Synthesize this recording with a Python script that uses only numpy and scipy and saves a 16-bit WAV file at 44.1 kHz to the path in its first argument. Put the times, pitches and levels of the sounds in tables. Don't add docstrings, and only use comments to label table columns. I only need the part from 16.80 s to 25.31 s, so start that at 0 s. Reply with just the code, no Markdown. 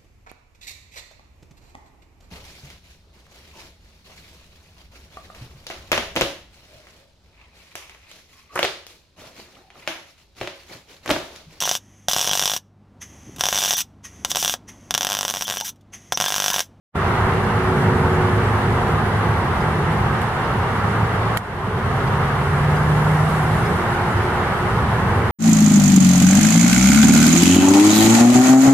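import sys
import numpy as np
from scipy import signal
from scipy.fft import rfft, irfft
from scipy.io import wavfile
from scipy.ndimage import uniform_filter1d

SR = 44100
rng = np.random.default_rng(int(sys.argv[2]) if len(sys.argv) > 2 else 0)


def to_wav(sig):
    pcm = np.clip(np.atleast_2d(sig), -1, 1) * 32767
    pcm = np.round(pcm).astype(np.int16)
    wavfile.write(sys.argv[1], SR, pcm.T)


N = 375291
TIME = np.arange(N) / SR

# frequency_hz, relative_db
WEIR_SPECTRUM = [(280, -9), (480, -4), (562, -7.5), (795, -0.5), (1270, -2), (1970, -9), (2310, -14.5),
                 (2500, -14.5), (2670, -16.5), (4230, -27.5), (7000, -40.5), (9100, -58), (15400, -120)]
TRAFFIC_SPECTRUM = [(12, -50), (28, -39), (45, -8.5), (65, -6.5), (97, 0.5), (130, -2.5), (189, -6),
                    (233, -10), (287, -21.5), (321, -19.5), (358, -13), (379, -11), (418, -10.5),
                    (560, -22), (730, -27), (1230, -120)]
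HISS_SPECTRUM = [(3240, -2), (5500, -2), (7320, 0), (8560, 0.5), (11000, 0.5), (11800, -2.5), (15500, -16)]
# peak_s, half_width_s, rise_db
WEIR_RISES = [(0.35, 0.24, 1.2), (1.3, 1.0, 0.76), (7.3, 1.0, 0.9)]
TRAFFIC_RISES = [(1.0, 1.7, 1.5), (5.3, 0.19, 0.83), (8.3, .35, 1.7)]
HISS_RISES = [(1.4, 1.4, 2.5), (6.5, 0.62, 4.6), (7.8, 3.7, 2.4)]
# frequency_hz, likeness (1 is alike, 0 is unrelated)
STEREO_LIKENESS = [(60, 0.97), (140, 1), (340, 0.93), (860, 0.82), (1380, 0.55), (1900, 0.28),
                   (2900, -0.01), (4000, -0.32), (5500, -0.26), (9000, -0.041)]
# frequency_hz, left_minus_right_db
STEREO_BALANCE = [(100, -1), (1500, -0.64), (4500, -1.4), (8000, -2), (14000, -2)]
# multiple_of_firing_rate, relative_db
TRUCK_HARMONICS = [(2, -1.5), (3, -1), (4, -3.5), (5, -4.5), (7, 1.5), (8, -7.5), (9, -6)]
CAR_HARMONICS = [(1, 0), (2, -25)]
# start_s, end_s, first_hz, last_hz, loudest_s, level_db, half_width_s, wobble_share
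CAR_PASSES = [(0.5, 2.5, 96.6, 105.8, 1.97, -22.5, 0.23, 0.031),
              (2.8, 4.4, 159, 131.6, 2.75, -29, 0.46, 0.011),
              (3.6, 4.6, 99.8, 109.7, 4.3, -23, 0.35, 0.032),
              (4.9, 6.8, 129.2, 157.3, 6.31, -17.5, 0.4, 0.0027),
              (6.5, 7.9, 356.1, 358.5, 7.3, -34.5, .6, 0.0028)]
# time_s, relative_db, strongest_harmonic_hz
BIRD_CHIPS = [(2.805, -41, 5070), (3.6456, -42, 5110), (5.2734, -38, 4650), (5.9668, -38, 5000),
              (6.8613, -39, 5110), (7.3694, -40, 5170)]
# start_s, right_db, right_minus_left_db, brightness_db_per_octave
CAMERA_CLICKS = [(3.4167, -20.5, 6, 2), (3.429, -28, 4, 4), (4.5724, -1.5, 10, 1), (4.575, -12, 9, 3)]
# pitch_hz, relative_db, ring_s (time to fade by 60 dB)
CAMERA_TONES = [(1880, -5, .03), (2170, -2, 0.012), (3070, -3.5, 0.013), (4100, -6, .01),
                (7400, -13.5, .01), (9400, -13, .008), (10700, -5.5, 0.0053), (11900, -4, 0.0058),
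                (14400, -21, .005)]


def gain_of(db):
    return 10 ** (np.asarray(db) / 20)


def unit_level(x):
    return x / np.sqrt(np.mean(x ** 2) + 1e-20)


def look_up(table, hz):
    row_hz, values = np.transpose(table)
    return np.interp(np.log(hz + 1), np.log(row_hz + 1), values)


def add(mix, start_s, sound):
    part = mix[:, round(start_s * SR):][:, :sound.shape[1]]
    part += sound[:, :part.shape[1]]


def drift(rate_hz):
    hz = np.fft.rfftfreq(N, 1 / SR)
    return unit_level(irfft(rfft(rng.standard_normal(N)) * np.exp(-(hz / rate_hz) ** 2), N))


def swelling(rises, base_db):
    rise_db = sum(db * np.exp(-((TIME - peak_s) / width_s) ** 2) for peak_s, width_s, db in rises)
    return gain_of(base_db + rise_db)


def wide_noise(spectrum, patchy_db, flicker_db, frame_size):
    hz = np.fft.rfftfreq(frame_size, 1 / SR)
    hop = frame_size // 4
    frames = N // hop + 5
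    a, b, c, d, patches = rng.standard_normal((5, frames, len(hz)))
    patches = uniform_filter1d(patches, size=10, axis=0)
    patches = unit_level(uniform_filter1d(patches, size=7, axis=1))
    flicker = unit_level(uniform_filter1d(rng.standard_normal((frames, 1)), size=6, axis=0))
    likeness = np.clip(look_up(STEREO_LIKENESS, hz), -1, 1)
    left, unrelated = a + 1j * b, c + 1j * d
    right = likeness * left + np.sqrt(1 - likeness ** 2) * unrelated
    right /= gain_of(look_up(STEREO_BALANCE, hz))
    shape_db = look_up(spectrum, hz) + patchy_db * patches + flicker_db * flicker
    bands = np.array([left, right]) * gain_of(shape_db)
    _, noise = signal.istft(bands.transpose(0, 2, 1), nperseg=frame_size, noverlap=frame_size - hop)
    return noise[:, :N] / np.std(noise[:, :N].mean(0))


def weir():
    roar = wide_noise(WEIR_SPECTRUM, patchy_db=0.78, flicker_db=0.33, frame_size=1024)
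    fizz = bubbles(per_s=980, spread_db=1.5, db_per_octave=-4.5, cycles=11.5) * gain_of(-20.4)
    return (roar + fizz) * swelling(WEIR_RISES, base_db=-23.5)


def bubbles(per_s, spread_db, db_per_octave, cycles):
    out, pitches = np.zeros((2, N)), np.geomspace(700, 5500, 24)
    count = int(per_s * N / SR / len(pitches))
    for hz in pitches:
        turns = np.arange(int(3 * cycles * SR / hz)) * hz / SR
        fade = np.exp(-2 * turns / cycles) * (1 - np.exp(-turns))
        ring = np.sin(2 * np.pi * turns * (1 + 0.042 * turns / cycles)) * fade
        when, side, chance = rng.random((count, 3)).T
        extra_db = spread_db * np.minimum(-np.log(1 - chance), 4)
        strength = gain_of(extra_db + db_per_octave * np.log2(hz / pitches[0]))
        starts = np.zeros((2, N))
        starts[:, (when * (N - 1)).astype(int)] = strength * np.sqrt([1 - side, side])
        out += signal.oaconvolve(starts, ring[None], axes=1)[:, :N]
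    return unit_level(out)


def traffic():
    rumble = wide_noise(TRAFFIC_SPECTRUM, patchy_db=1.0, flicker_db=1.1, frame_size=4096)
    rumble *= swelling(TRAFFIC_RISES, base_db=-22)
    return signal.sosfilt(signal.butter(4, 38, "high", fs=SR, output="sos"), rumble)


def hiss():
    noise = wide_noise(HISS_SPECTRUM, patchy_db=1.5, flicker_db=0.63, frame_size=1024)
    return noise * swelling(HISS_RISES, base_db=-51.5)


def engine(firing_hz, harmonics, waver_db, wobble):
    turns = np.cumsum(firing_hz * (1 + wobble * drift(16.2))) / SR
    hum = np.zeros(N)
    for multiple, db in harmonics:
        strength = gain_of(db + waver_db * drift(2.7))
        hum += strength * np.sin(2 * np.pi * (multiple * turns + rng.random()))
    return np.sqrt(2) * hum


def passing(loudest_s, level_db, half_width_s):
    return gain_of(level_db) / np.hypot(1, (TIME - loudest_s) / half_width_s)


def truck():
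    along_road = (TIME - 1.7) / 0.85
    firing_hz = 51.5 * (1 - 0.043 * along_road / np.hypot(1, along_road))
    drone = engine(firing_hz, TRUCK_HARMONICS, waver_db=1.5, wobble=0.002)
    return drone * passing(loudest_s=1.19, level_db=-27, half_width_s=0.3)


def car(start_s, end_s, first_hz, last_hz, loudest_s, level_db, half_width_s, wobble):
    settle_s, fade_s = 1.587, 0.094
    eased = 1 - np.exp(-np.clip(TIME - start_s, 0, end_s - start_s) / settle_s)
    firing_hz = first_hz + (last_hz - first_hz) * eased / eased[-1]
    fade = np.clip(np.minimum(TIME - start_s, end_s - TIME) / fade_s + 0.5, 0, 1)
    hum = engine(firing_hz, CAR_HARMONICS, waver_db=1.14, wobble=wobble)
    return hum * fade * passing(loudest_s, level_db, half_width_s)


def shorebirds(length_s, arch, neighbour_db, rasp):
    out, progress = np.zeros((2, N)), np.linspace(-1, 1, int(length_s * SR))
    fade = np.cos(np.pi * progress / 2) ** 2
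    for time_s, db, hz in BIRD_CHIPS:
        wobble = unit_level(uniform_filter1d(rng.standard_normal(len(progress)), size=60))
        turns = np.cumsum(hz * (1 - arch * progress ** 2 + rasp * wobble)) / SR
        lag = np.array([[0], [rng.uniform(-0.21, 0.34)]])
        phase = 2 * np.pi * (turns + lag) / 4
        chip = sum(gain_of(neighbour_db * abs(k - 4)) * np.sin(k * phase) for k in (3, 4, 5))
        add(out, time_s - length_s / 3, gain_of(db - 4.5) * chip * fade)
    return out


def camera_clicks():
    out, t = np.zeros((2, N)), np.arange(SR // 16) / SR
    delay_s, dulling_db_per_octave = np.array([[0.00012], [0]]), np.array([[3.5], [0]])
    buzz_band = signal.butter(4, [1700, 12500], "band", fs=SR, output="sos")
    onset = 1 - np.exp(-t / 0.0004)
    for start_s, right_db, left_drop_db, brightness in CAMERA_CLICKS:
        ring = np.zeros((2, len(t)))
        for hz, db, ring_s in CAMERA_TONES:
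            tone_db = db + (brightness - dulling_db_per_octave) * np.log2(hz / 5000)
            ring += gain_of(tone_db - 60 * t / ring_s) * np.sin(2 * np.pi * hz * (t - delay_s))
        buzz = unit_level(signal.sosfilt(buzz_band, rng.standard_normal((2, len(t)))))
        buzz *= gain_of(-18.5 - 60 * t / 0.07)
        add(out, start_s, (ring + buzz) * onset * gain_of([[right_db - left_drop_db], [right_db]]))
    return out


def volume_control(x, threshold_db, recovery_db_per_s):
    treble = np.diff(x, prepend=0)
    power = uniform_filter1d((treble ** 2).mean(0), size=64)
    treble_db = 10 * np.log10(abs(power) + 1e-12)
    recovery_db = TIME * recovery_db_per_s
    held_peak_db = np.maximum.accumulate(treble_db + recovery_db) - recovery_db
    cut_db = np.maximum(held_peak_db - threshold_db, 0)
    smooth_cut_db = signal.lfilter([1 / 64], [1, 1 / 64 - 1], cut_db)
    return x / gain_of(smooth_cut_db)


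def scene():
    background = hiss() + weir() + traffic()
    engines = truck() + sum(car(*row) for row in CAR_PASSES)
    engines = engines * gain_of([[-0.45], [0.45]])
    birds = shorebirds(length_s=0.0304, arch=0.113, neighbour_db=-7.5, rasp=0.024)
    return background + engines + birds + camera_clicks()


def record(dry):
    x = volume_control(dry, threshold_db=-23.5, recovery_db_per_s=15.5)
    for hz in (2500, 7500):
        x = signal.lfilter(*signal.iirnotch(hz, hz / 110, fs=SR), x)
    fade_in = gain_of(np.interp(TIME, [0.11, 0.14, 0.156, 0.25], [-100, -35, -2.5, 0]))
    low_pass = signal.firwin(511, cutoff=15700, window=("kaiser", 9), fs=SR)
    return signal.oaconvolve(x * fade_in, low_pass[None], "same")


dry = scene()
out = record(dry)
to_wav(out)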